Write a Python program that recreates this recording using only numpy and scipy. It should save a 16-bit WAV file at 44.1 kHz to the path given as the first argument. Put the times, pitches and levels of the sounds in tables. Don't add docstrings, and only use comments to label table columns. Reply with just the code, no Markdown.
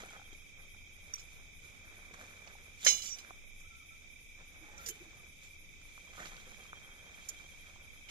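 import sys
import numpy as np
from scipy import signal
from scipy.fft import rfft, irfft
from scipy.io import wavfile
from scipy.ndimage import uniform_filter1d

SR = 44100
rng = np.random.default_rng(int(sys.argv[2]) if len(sys.argv) > 2 else 0)


def store_pcm(level_fs):
    pcm = np.round(np.clip(level_fs, -1, 1) * 32767).astype(np.int16)
    wavfile.write(sys.argv[1], SR, np.atleast_2d(pcm).T)


def natural_amplitude(level_db):
    exponent = np.asarray(level_db, float) / 20
    return 10 ** exponent


N = 357210
TIME_S = np.arange(N) / SR
BIN_HZ = np.maximum(np.fft.rfftfreq(N, 1 / SR), 1)

# [f/Hz, left-right likeness/1]
LIKENESS = [(60, 0.4), (150, 0.91), (370, -0.0064), (930, 0.65), (2320, 0.87), (5770, -1.1), (14400, -0.56)]
# [f/Hz, L-R/dB]
PORT_LEAN = [(500, 0), (2300, -5.5), (3500, -2.5), (6000, -2.5), (7300, -10.5), (8700, 9), (11000, 2.5),
             (14000, -0.5)]
LAG_S, STONE_LAG_S = 0.00043, .00024

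# [f/Hz, density/dB per Hz]
NIGHT_SPECTRUM = [(12, 0.5), (20, 10), (38, -6.5), (85, -2.5), (109, -11.5), (333, -19.5), (481, -23),
                  (1120, -40), (1310, -35), (1850, -46), (2000, -38), (2600, -33), (4400, -120)]
# [f/Hz, density/dB per Hz]
FAR_SPECTRUM = [(1900, -15), (2040, -6.5), (2200, -1.5), (2650, -5.5), (2800, -12), (3000, -7.5), (3600, 0),
                (3870, -4.5), (4060, -15), (5000, -9.5), (6500, -4), (7300, -14), (8000, -14),
                (14500, -20.5)]
NIGHT_DB, FAR_DB = -58, -62.5

# [f/Hz, pulse rate/(1/s), level/dB, L-R/dB]
MORE_TRILLERS = [
    (2010, 26, -74, 0),
    (3580, 30, -72.5, -2),
]
# [f/Hz, pulse rate/(1/s), level/dB, L-R/dB]
TRILLERS = [(2273, 36, -71.5, -26), (2270, 19, -68.5, 12), (2362, 37.6, -67, 5.5), (2368, 33, -66, -20.5),
            (2353, 22, -62.5, 3.5), (2303, 13, -67.5, 12.5), (2462, 27, -75, -28.5), (2553, 29, -75, 23)]
# [t/s, level/dB]
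CHIRPER = [(0, -53), (.3, -53), (.5, -59), (.85, -56), (1.4, -63.5), (2.3, -62), (3, -61), (4.5, -64),
           (5.8, -65.5), (6.1, -54.5), (6.45, -54.5), (6.8, -48.5), (7, -54), (7.4, -51), (7.85, -59),
           (8.1, -54)]
CHIRP_HZ, CHIRP_FIRST_S, CHIRP_PERIOD_S = 3228, .03, .07574

RASPS_S = [-.05, .277, .615, .942, 1.244, 1.564, 1.879, 2.213, 2.546, 2.87, 3.18, 3.483, 3.789, 4.124,
           4.491, 4.832, 5.191, 5.512, 5.855, 6.172, 6.496, 6.849, 7.17, 7.504, 7.846]
# [delay/s, level/dB, half length/s]
STROKES = [
    (0, 0, .031),
    (.1, 0, .035),
    (.19, -6, .055),
]
# [f/Hz, density/dB per Hz]
RASP_SPECTRUM = [(8000, -16), (9300, 1.5), (10400, 8.5), (11500, 9.5), (12400, 2.5), (13200, -22)]
RASP_DB = -67.5

# [f/Hz, density/dB per Hz]
STONES_SPECTRUM = [(53, -24), (90, 2.5), (128, -16), (179, -4), (252, -10.5), (307, -9.5), (667, -5),
                   (824, -5.5), (965, -6.5), (1410, -1.5), (2100, 1), (2730, -32), (4620, -120)]
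# [f/Hz, density/dB per Hz]
GRIT_SPECTRUM = [(1900, -3), (2200, -7), (2800, -7.5), (3500, -0.5), (4150, -6), (5000, -8), (6500, 1.5),
                 (7300, -3.5), (8000, -12.5), (9500, -11), (13100, -10), (14600, -33)]
# [t/s, level/dB]
SLIDE = [(0, -64.5), (.24, -81), (.3, -74.5), (1.1, -77.5), (1.6, -81.5), (1.92, -63.5), (2.1, -67.5),
         (2.46, -67), (2.8, -73), (3.3, -66.5), (3.55, -80), (4.4, -87), (4.63, -66.5), (5.2, -68.5),
         (5.35, -79.5), (5.8, -78), (6.5, -67), (7.2, -67), (8.1, -72)]
SLIDE_GRIT_DB = -12.5
# [peak t/s, stones level/dB, grit level/dB, time to fade 20 dB/s]
SCUFFS = [(0, -60, -64, 0.17), (.115, -59.5, -68, 0.24), (0.331, -63.5, -66, -0.08), (.6, -73, -79, 0.2),
          (1.15, -68.5, -73.5, 1), (1.65, -72.5, -72, 0.2), (2.141, -53, -60.5, -0.1),
          (2.215, -60, -66.5, 0.2), (2.47, -68.5, -74, 0.6), (2.844, -67, -58, 0.2),
          (2.869, -51, -49, 0.19), (3.04, -70, -58, 0.24), (3.6, -66, -67, 0), (3.91, -77, -87.5, 3.5),
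          (4.401, -66, -75.5, 0.21), (4.7, -67.5, -74.5, 0.06), (4.82, -65, -67.5, 0.55),
          (4.95, -62, -76, -0.04), (4.866, -67, -55, -0.03), (5.44, -69.5, -67, 0.15),
          (5.815, -62, -70, -0.68), (5.95, -71.5, -72.5, 1), (6.17, -61.5, -68, 0.27),
          (6.195, -58, -63.5, 0.3), (6.235, -64, -64.5, 0.22), (6.262, -66, -70, 0.33), (6.5, -76, -71, 1),
          (6.774, -64, -79.5, -0.5), (7.29, -79, -68.5, 1), (8.095, -58, -58, -0.14)]
SCUFF_RISE = 0.38
GRAIN_CYCLES = 6.5

# [t/s, level/dB]
PAIL_JERKS = [(.035, -47), (.06, -53), (.106, -53), (.131, -53), (.164, -54), (.195, -52), (.215, -52.5),
              (.6, -66), (.745, -61.5)]
# [f/Hz, level/dB, swell/s, L-R/dB]
PAIL_TONES = [
    (810, -1, 0.0024, 1),
    (1410, -7.5, 0.0016, 11.7),
]

# [t/s, peak level/dB, f/Hz, L-R/dB]
SNAPS = [(.034, -46.5, 427, 1.5), (.328, -52, 334, 1), (1.137, -47.5, 1440, 7.5), (2.213, -38, 1380, -3.5),
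         (3.308, -52, 334, -1), (2.474, -48, 725, -4), (3.3072, -36, 1110, -4), (5.978, -43, 1240, 3),
         (6.225, -34, 1800, -6), (6.257, -38, 4200, -13), (6.2575, -40, 2400, -14), (6.268, -40, 3660, -12),
         (6.272, -39, 3000, -8), (6.188, -44, 3000, -5), (6.205, -45, 2600, -5), (3.418, -50, 2300, -3),
         (4.19, -50, 2300, -3), (6.3672, -41, 4300, -16), (.036, -40, 3500, -2), (.0595, -52, 2600, -3),
         (.107, -52, 3300, 0), (.152, -57, 2500, 0), (6.32, -42, 1600, -3.5), (6.7312, -32.5, 1340, 1.5),
         (7.76, -47.5, 950, -5)]
# [t/s, peak level/dB, f/Hz, L-R/dB]
TICKS = [(1.18, -52, 1300, 0), (2.109, -54, 470, -1), (2.553, -47.5, 810, -8), (2.864, -32, 592, -1.5),
         (3.248, -44, 1650, -8), (3.3085, -46, 770, -14), (5.815, -57, 1360, -15), (6.075, -53, 1140, -13),
         (6.368, -48, 2940, 4), (6.654, -56, 1220, -32), (7.398, -47, 1530, -3)]
# [t/s, peak level/dB, f/Hz, L-R/dB]
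CLACKS = [(2.8478, -32, 7100, -8), (2.849, -40, 10200, -3), (2.85, -39, 12800, -3), (2.8505, -41, 9000, 0),
          (1.1378, -46, 6640, -5), (4.8625, -41, 7500, -5), (4.887, -44, 12800, -3), (4.9, -42, 6800, -6),
          (6.18, -47, 1500, -4), (6.2, -44, 1900, -11), (6.208, -53, 706, -8), (6.218, -59, 620, -8),
          (6.24, -45, 1890, -7), (6.378, -51, 1500, -8), (.153, -58, 1300, 0), (.0595, -48, 8100, 7),
          (.105, -54, 8200, 8), (2.864, -17.5, 1770, -1.5), (2.866, -40, 1205, -23),
          (2.875, -46.5, 459, 1.5), (4.89, -52, 369, -2), (5.003, -56.5, 329, 0), (5.06, -60, 320, -3),
          (6.19, -54, 646, -15)]
SNAP_CYCLES, TICK_CYCLES, CLACK_CYCLES = 0.57, 1.04, 3.24

# [t/s, peak level/dB, f/Hz, swell/s]
GROANS = [(3.641, -64, 1304, 0.011), (3.66, -66, 1460, .01), (3.7, -63.5, 1353, 0.04),
          (3.74, -70, 1480, .02), (3.79, -69, 1297, 0.02), (3.9, -63.5, 1330, 0.019),
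          (4.0, -76, 1310, 0.026), (4.61, -57.5, 301, 0.018), (4.77, -57, 1370, 0.029),
          (4.86, -55, 445, 0.02), (4.76, -65, 540, 0.021), (4.885, -54, 1730, .004),
          (4.96, -64, 846, 0.012), (4.8, -67, 630, .01), (4.92, -60, 1490, .008), (4.96, -59, 400, 0.0068),
          (4.84, -60, 1500, .008), (5.19, -62, 1190, .006), (6.17, -52, 1230, 0.015),
          (6.22, -47, 1510, 0.0045)]
# [t/s, peak level/dB, f/Hz, swell/s]
MORE_GROANS = [
    (6.466, -57, 500, .006),
    (4.64, -63, 845, .012),
    (4.68, -60, 840, .012),
    (4.73, -63, 850, .01),
    (4.765, -62, 845, .014),
]
GROAN_PAN_DB, GROAN_WOBBLE_RAD, GROAN_FLUTTER_DB = -3.5, 1.5, 3.0
ECHO_DB, ECHO_T60_S = -13.0, .05

TUBE_HZ = [2169, 2432, 2686, 2916, 3064, 3510, 4039, 4488, 4848, 5308, 5834, 6407, 6452, 6904, 6971, 7341,
           7934, 8666, 9347, 9869, 10072, 10413, 11050, 11798, 12507, 12970, 13190, 13639, 14178]
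# [full blow level/dB, t60/s, L-R/dB, glancing touch level/dB]
TUBE = [(0.5, 0.16, 3, -37), (-18.5, 0.27, 9.5, -34), (-9, 0.11, 4, -35), (-8.5, 0.46, -7, -18),
        (6.5, 0.14, -12, -20), (-25, 0.083, 19.5, -24), (-2, 0.23, 1, -25), (-24, 0.1, -14, -9),
        (-11.5, 0.29, -10, -14), (-1.5, 0.25, -18, -14.5), (-6, 0.25, -8, -1.5), (-4, 0.26, -36, -18),
        (9, 0.25, -25, -26), (-20, 0.4, -30, -10.5), (-2, 0.26, -8, -14), (-16, 0.35, -11, -5.5),
        (-15, 0.29, -16, -20.5), (-23.5, 0.22, 8.5, -34), (-32.5, 0.32, 9.5, -37), (-20, 0.31, -10, -36),
        (-14, 0.15, -8, -31), (-18, 0.18, -13, -34), (-30, 0.37, -15, -29), (-31, 0.34, 5.5, -37.5),
        (-28, 0.31, -14, -33), (-27, 0.4, 3, -28), (-47, .3, -4, -30), (-27, 0.51, -17, -49),
        (-25.5, 0.32, -8, -47)]
# [t/s, peak level/dB, mode index from 0, swell/s, L-R/dB]
SINGS = [(2.875, -33, 10, 0.016, -9), (2.96, -48, 10, 0.017, -5), (3.075, -49.5, 10, .025, -9),
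         (2.83, -50, 14, .008, -8), (2.835, -48, 4, .008, -8), (1.195, -60, 14, 0.0067, -9),
         (4.845, -52, 13, .01, -8), (1.178, -61.5, 8, .015, -5), (1.137, -58, 18, .005, 0),
         (2.862, -42, 6, 0.014, -4), (3.03, -55, 8, 0.04, -5), (3.03, -57, 9, .025, -12),
         (3.045, -48, 10, 0.029, -9), (3.11, -48, 10, 0.015, -10), (3.05, -49, 14, 0.032, -11),
         (4.79, -60, 26, .03, 0), (4.84, -60, 27, .015, 0), (4.862, -49, 13, 0.0094, -9.5),
         (4.885, -55, 4, 0.023, 0), (4.845, -52, 5, 0.01, -7)]
# [t/s, level/dB, brightness/dB per octave, crack level/dB, damped after/s]
SQUARE = [
    (2.863, -21, 2, -38, 0.15),
    (2.968, -40, 4.5, -16, 0.087),
]
# [t/s, level/dB, brightness/dB per octave, crack level/dB, damped after/s]
ANGLED = [(1.194, -54, 8, -1, 0.093), (2.8468, -25.5, 8.5, 2, 0.018), (3.018, -41, 1, -5, 0.14),
          (3.1847, -50, -3, 12, 0.034), (4.778, -51, 3, 4, 0.009), (4.885, -37, 19.5, 11.5, 0.026),
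          (8.086, -57.5, -14.5, -3, .02)]
# [t/s, level/dB, brightness/dB per octave, crack level/dB, damped after/s]
GLANCING = [(1.137, -44.5, -0.5, 10.5, 0.0043), (1.155, -53.5, 9, -11, 0.012),
            (1.181, -57, -2.5, -10, 0.036), (2.474, -55, -14.5, 0, 0.003), (2.805, -61, 0, 9, 0.026),
            (3.035, -48, 14, 5, 0.11), (3.602, -64.5, 15, 14, 0.037), (4.8604, -42.5, 3, 11, 0.01),
            (4.872, -45, 7, 16, 0.012), (5.432, -65, 8, 17, 0.13), (6.2565, -55, -7, 3, 0.0035),
            (6.268, -58, -11, 6, 0.0031), (7.2867, -37, 15, 4, 0.0048), (7.2913, -42.5, 15, -12, 0.0098)]
# [t/s, level/dB, brightness/dB per octave, crack level/dB, damped after/s]
LIFTING = [
    (3.056, -49, 0, -20, 0.1),
]
# [slant/0-1, share of free decay when damped after 0.1 s/1]
KINDS = [
    (0.148, 0.82),
    (0.54, 0.63),
    (0.902, 0.84),
    (.95, 1.8),
]
RING_LAW = 0.45
BLOW_RISE_S, BLOW_RISE_LAW = 0.0075, 1.15
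MORE_MODES_HZ = [1450, 1948, 2337, 2686, 3506, 3555, 3902, 3975, 4510, 4580, 5262, 5460, 6901, 5874, 6655, 7369,
                 3700, 9980]
# [level/dB, t60/s, L-R/dB]
MORE_MODES = [(-30, 0.097, -10), (-37, 0.18, 1), (-38, 0.21, 5.5), (-41, 0.17, 9), (-32.5, 0.34, -10),
              (-37, 0.27, -8), (-35.5, 0.28, -13), (-32, 0.21, -10), (-41, .25, -2), (-32, 0.11, 2),
              (-29, 0.26, -1), (-41, 0.24, -5), (-40, 0.22, -10), (-32, .25, -8), (-44, .2, -8),
              (-33, 0.22, -10), (-49, .2, -8), (-48, .2, -5)]
MORE_MODES_S, MORE_MODES_RISE_S = 2.862, 0.0044
RATTLE_HZ = [4700, 7500]
RATTLE_DB, RATTLE_T60_S = -39, 0.3

# [f/Hz, level/dB]
MUTE = [(1000, -107), (1900, -97.5), (2800, -94), (3500, -98), (4150, -97), (6000, -96), (8000, -96.5),
        (11000, -97.5), (14000, -104)]
DIP_HZ, DIP_WIDTH_HZ, DIP_DB = 4310, 78, -7


def in_time(rows):
    s, *columns = np.transpose(rows)
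    return [np.interp(TIME_S, s, c) for c in columns]


def at_hz(points, hz):
    table_hz, value = np.array(points).T
    return np.interp(np.log(hz), np.log(table_hz), value)


def rms_one(x):
    return x / np.sqrt(np.mean(x ** 2) + 1e-20)


def colour(x, spectrum):
    inside = (BIN_HZ > spectrum[0][0]) & (BIN_HZ < spectrum[-1][0])
    lean_db = at_hz(PORT_LEAN, BIN_HZ) * [[.5], [-.5]]
    gain = inside * natural_amplitude(at_hz(spectrum, BIN_HZ) + lean_db)
    return rms_one(irfft(rfft(x) * gain, N))


def drift(rate_hz):
    knots = rng.standard_normal(int(N / SR * 60) + 2)
    return np.interp(TIME_S * np.clip(rate_hz, .1, 59), np.arange(len(knots)), knots)


def diffuse():
    alike = np.clip(at_hz(LIKENESS, BIN_HZ), 0, 1)
    mid, side = rfft(rng.standard_normal((2, N)))
    return irfft(np.sqrt(1 + alike) * mid + np.sqrt(1 - alike) * side * [[1], [-1]], N)


def add(out, at_s, sound, pan_db, lag_s=LAG_S):
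    for channel, start_s, pan_share in ((0, at_s + lag_s, 1), (1, at_s, -0.21)):
        i = int(start_s * SR)
        heard = np.atleast_2d(natural_amplitude(pan_share * pan_db) * sound).sum(axis=0)
        place = out[channel, i:i + len(heard)]
        place += heard[:len(place)]


def night_air():
    return natural_amplitude(NIGHT_DB + drift(3.67)) * colour(diffuse(), NIGHT_SPECTRUM)


def far_insects():
    return natural_amplitude(FAR_DB + 0.22 * drift(35)) * colour(diffuse(), FAR_SPECTRUM)


def trillers(crickets):
    out = np.zeros((2, N))
    for hz, per_s, level_db, pan_db in crickets:
        wing = np.cumsum(per_s * (1 + 0.04 * drift(3))) / SR + rng.random()
        pulses = np.maximum(np.sin(2 * np.pi * wing) + 0.48, 0)
        tone = 2 * np.pi * np.cumsum(hz * (1 + .006 * drift(30))) / SR
        for channel, sign in enumerate((.5, -.5)):
            level = natural_amplitude(level_db + sign * pan_db + 2.2 * drift(20))
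            out[channel] += level * pulses * np.sin(tone + 2.03 * drift(9))
    return out


def chirper():
    cycle = np.cos(2 * np.pi * (TIME_S - CHIRP_FIRST_S) / CHIRP_PERIOD_S)
    pulses = np.clip(1.3 * cycle + .3, 0, 1)
    tone = 2 * np.pi * CHIRP_HZ * TIME_S + .8 * drift(8)
    wave = np.array([np.sin(tone), np.sin(tone + 1.2 + .3 * drift(3))])
    return natural_amplitude(in_time(CHIRPER)[0] - 7) * pulses * wave


def bush_cricket():
    strokes = np.zeros(N)
    for s in RASPS_S:
        near = slice(max(int((s - .1) * SR), 0), int((s + .4) * SR))
        for delay_s, stroke_db, half_s in STROKES:
            bell = np.exp(-((TIME_S[near] - s - delay_s) / half_s) ** 2)
            strokes[near] += natural_amplitude(RASP_DB + stroke_db) * bell
    tooth_hz = 270 * (1 + 0.19 * drift(36))
    teeth = 1 + 0.13 * np.cos(2 * np.pi * np.cumsum(tooth_hz) / SR)
    return strokes * teeth * colour(diffuse(), RASP_SPECTRUM)


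def grains(clicks, low_hz, high_hz, count):
    dealt = np.cumsum(clicks != 0) * 7 % count
    out = 0
    for k, hz in enumerate(np.geomspace(low_hz, high_hz, count)):
        r, w = natural_amplitude(-60 * hz / (GRAIN_CYCLES * SR)), 2 * np.pi * hz / SR
        b = [np.sin(w), 0, -np.sin(w)]
        a = [w, -2 * w * r * np.cos(w), w * r * r]
        out = out + np.sqrt(hz) * signal.lfilter(b, a, clicks * (dealt == k) + 1e-18)
    return out


def crunch(spectrum, per_s, ring_hz):
    sizes = natural_amplitude(3.5 * np.minimum(rng.exponential(1, N), 4)) * rng.choice([-1, 1], N)
    struck = rng.random(N) < per_s * natural_amplitude(4 * drift(25)) / SR
    clicks = rms_one(grains(sizes * struck, *ring_hz, count=24))
    pair = np.array([np.roll(clicks, int(STONE_LAG_S * SR)), clicks])
    return colour(pair + .6 * diffuse(), spectrum)


def gravel():
    slide_db = in_time(SLIDE)[0]
    power = natural_amplitude(2 * (slide_db + np.array([[0], [SLIDE_GRIT_DB]])))
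    for s, stones_db, grit_db, fade_s in SCUFFS:
        fade_s = max(fade_s, .02)
        near = slice(max(int((s - 2 * fade_s) * SR), 0), int((s + 2 * fade_s) * SR))
        since_s = TIME_S[near] - s
        fade_db = -20 * np.maximum(since_s / fade_s, -since_s / (fade_s * SCUFF_RISE))
        power[:, near] += natural_amplitude(2 * (fade_db + np.array([[stones_db], [grit_db]])))
    stones = crunch(STONES_SPECTRUM, per_s=1100, ring_hz=(150, 2400))
    grit = crunch(GRIT_SPECTRUM, per_s=2500, ring_hz=(2200, 13000))
    return natural_amplitude(4.0) * np.sqrt(power[0]) * stones + natural_amplitude(8.0) * np.sqrt(power[1]) * grit


def contacts(rows):
    out = np.zeros((2, N))
    wobble, flutter = GROAN_WOBBLE_RAD * drift(59), GROAN_FLUTTER_DB * drift(45)
    for s, level_db, hz, pan_db, swell_s in rows:
        t = np.arange(int(8 * max(swell_s, .0002) * SR)) / SR
        i = int(s * SR)
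        turn = wobble[i:i + len(t)] - wobble[i]
        flutter_db = flutter[i:i + len(t)] - flutter[i]
        shape = t / swell_s * np.exp(1 - t / swell_s)
        tone = np.sin(2 * np.pi * hz * t + turn)
        lag_s = STONE_LAG_S if hz < 2000 else LAG_S
        add(out, s, natural_amplitude(level_db + flutter_db) * shape * tone, pan_db, lag_s)
    return out


def pail():
    return contacts([(s, db + tone_db, hz, pan_db, swell_s)
                     for s, db in PAIL_JERKS for hz, tone_db, swell_s, pan_db in PAIL_TONES])


def pebbles():
    rows = []
    for kind, cycles in ((SNAPS, SNAP_CYCLES), (TICKS, TICK_CYCLES), (CLACKS, CLACK_CYCLES)):
        rows += [(s, db, hz, pan_db, cycles / hz) for s, db, hz, pan_db in kind]
    return contacts(rows)


def groans():
    return contacts([(s, db, hz, GROAN_PAN_DB, swell_s)
                     for rows in (GROANS, MORE_GROANS) for s, db, hz, swell_s in rows])


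def singing_tube():
    return contacts([(s, db, TUBE_HZ[round(mode)], pan_db, swell_s)
                     for s, db, mode, swell_s, pan_db in SINGS])


def scatter(near):
    t = np.arange(SR // 10) / SR
    echo = rng.standard_normal((2, len(t))) * natural_amplitude(-60 * t / ECHO_T60_S) * (t > .0005)
    echo *= natural_amplitude(ECHO_DB) / np.sqrt(np.sum(echo ** 2, axis=1, keepdims=True))
    return near + signal.fftconvolve(near.mean(axis=0, keepdims=True), echo, axes=1)[:, :N]


def more_modes():
    out, t = np.zeros((2, N)), np.arange(SR // 3) / SR
    rise = 1 - np.exp(-t / MORE_MODES_RISE_S)
    late_rise = 1 - np.exp(-t / (3.0 * MORE_MODES_RISE_S))
    for hz, (level_db, t60_s, pan_db) in zip(MORE_MODES_HZ, MORE_MODES):
        envelope = (late_rise if hz > 5000 else rise) * natural_amplitude(level_db - 60 * t / t60_s)
        add(out, MORE_MODES_S, envelope * np.sin(2 * np.pi * hz * t), pan_db)
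    band = signal.butter(4, RATTLE_HZ, "band", fs=SR, output="sos")
    grit = rms_one(signal.sosfilt(band, rng.standard_normal(len(t))))
    add(out, MORE_MODES_S, rise * natural_amplitude(RATTLE_DB - 60 * t / RATTLE_T60_S) * grit, -10.0)
    return out


def hook():
    out = np.zeros((2, N))
    hz = np.array(TUBE_HZ)[:, None]
    blow_db, t60_s, pan_db, touch_db = np.array(TUBE).T[:, :, None]
    kinds = zip((SQUARE, ANGLED, GLANCING, LIFTING), KINDS)
    knocks = sorted((*row, *kind) for rows, kind in kinds for row in rows)
    luck = rng.standard_normal((len(knocks), len(TUBE), 2))
    band = signal.butter(2, [1200, 13500], "band", fs=SR, output="sos")
    cracks = signal.sosfilt(band, rng.standard_normal((len(knocks), 15000)))

    knots = rng.standard_normal((2, len(TUBE), 72))
    at_knot = np.arange(35000) / 500
    chatter = np.array([[np.interp(at_knot, np.arange(72), mode) for mode in part] for part in knots])

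    for knock, chance, crack in zip(knocks, luck, cracks):
        s, level_db, tilt_db, crack_db, held_s, slant, ring = knock
        t = np.arange(min(int((held_s + .04) * SR), 15000)) / SR
        slant = np.clip(slant, 0, 1)
        mode_db = (1 - slant) * blow_db + slant * (touch_db + 6 + 3.0 * chance[:, :1])
        strike_db = level_db + mode_db + tilt_db * np.log2(hz / 6400)

        free_share = np.clip(ring * (10 * held_s) ** RING_LAW, .03, 4)
        decay_db = -60 * t / (t60_s * free_share) - 1500 * np.maximum(t - held_s, 0)
        slow_s = BLOW_RISE_S * (hz / 4000) ** BLOW_RISE_LAW * max(1 - 3 * slant, 0)
        rise = 1 - np.exp(-t / (.0015 + slow_s))

        start = int(s * SR / 4) % 20000
        jolt = chatter[:, :, start:start + len(t)] * (.55 + .8 * slant)
        jolt_db, jolt_rad = 4.0 * jolt[0], .75 * jolt[1]
        phase = 2 * np.pi * hz * t + slant * chance[:, 1:] + jolt_rad
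        add(out, s, rise * natural_amplitude(strike_db + decay_db + jolt_db) * np.sin(phase), pan_db)

        crack_level = natural_amplitude(level_db + crack_db - 6 - 60 * t / .055) * (1 - np.exp(-t / .003))
        add(out, s, crack_level * crack[:len(t)], -6)
    return out


def scene():
    night = night_air() + far_insects()
    insects = trillers(MORE_TRILLERS) + trillers(TRILLERS) + chirper() + bush_cricket()
    near = scatter(gravel() + pail() + pebbles() + groans() + singing_tube())
    return night + insects + near + more_modes() + hook()


def roll_off(x):
    return signal.sosfilt(signal.butter(12, 14500, fs=SR, output="sos"), x)


def record(dry):
    hz, _, cells = signal.stft(dry, SR, nperseg=2048)
    cells = cells * natural_amplitude(DIP_DB * np.exp(-((hz - DIP_HZ) / DIP_WIDTH_HZ) ** 2))[:, None]
    power = np.mean(abs(cells) ** 2, axis=0)
    nearby = uniform_filter1d(uniform_filter1d(power, size=6, axis=0), size=2, axis=1)
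    masked = natural_amplitude(2 * -18.5) * uniform_filter1d(power, size=480, axis=0)
    masked += natural_amplitude(2 * -18.0) * uniform_filter1d(power, size=40, axis=0)
    masked *= (hz > 2700)[:, None]
    heard = nearby > natural_amplitude(2 * at_hz(MUTE, np.maximum(hz, 1)))[:, None] + masked
    kept = signal.istft(cells * heard, SR, nperseg=2048)[1][:, :N]
    return roll_off(kept)


dry = scene()
out = record(dry)
store_pcm(out)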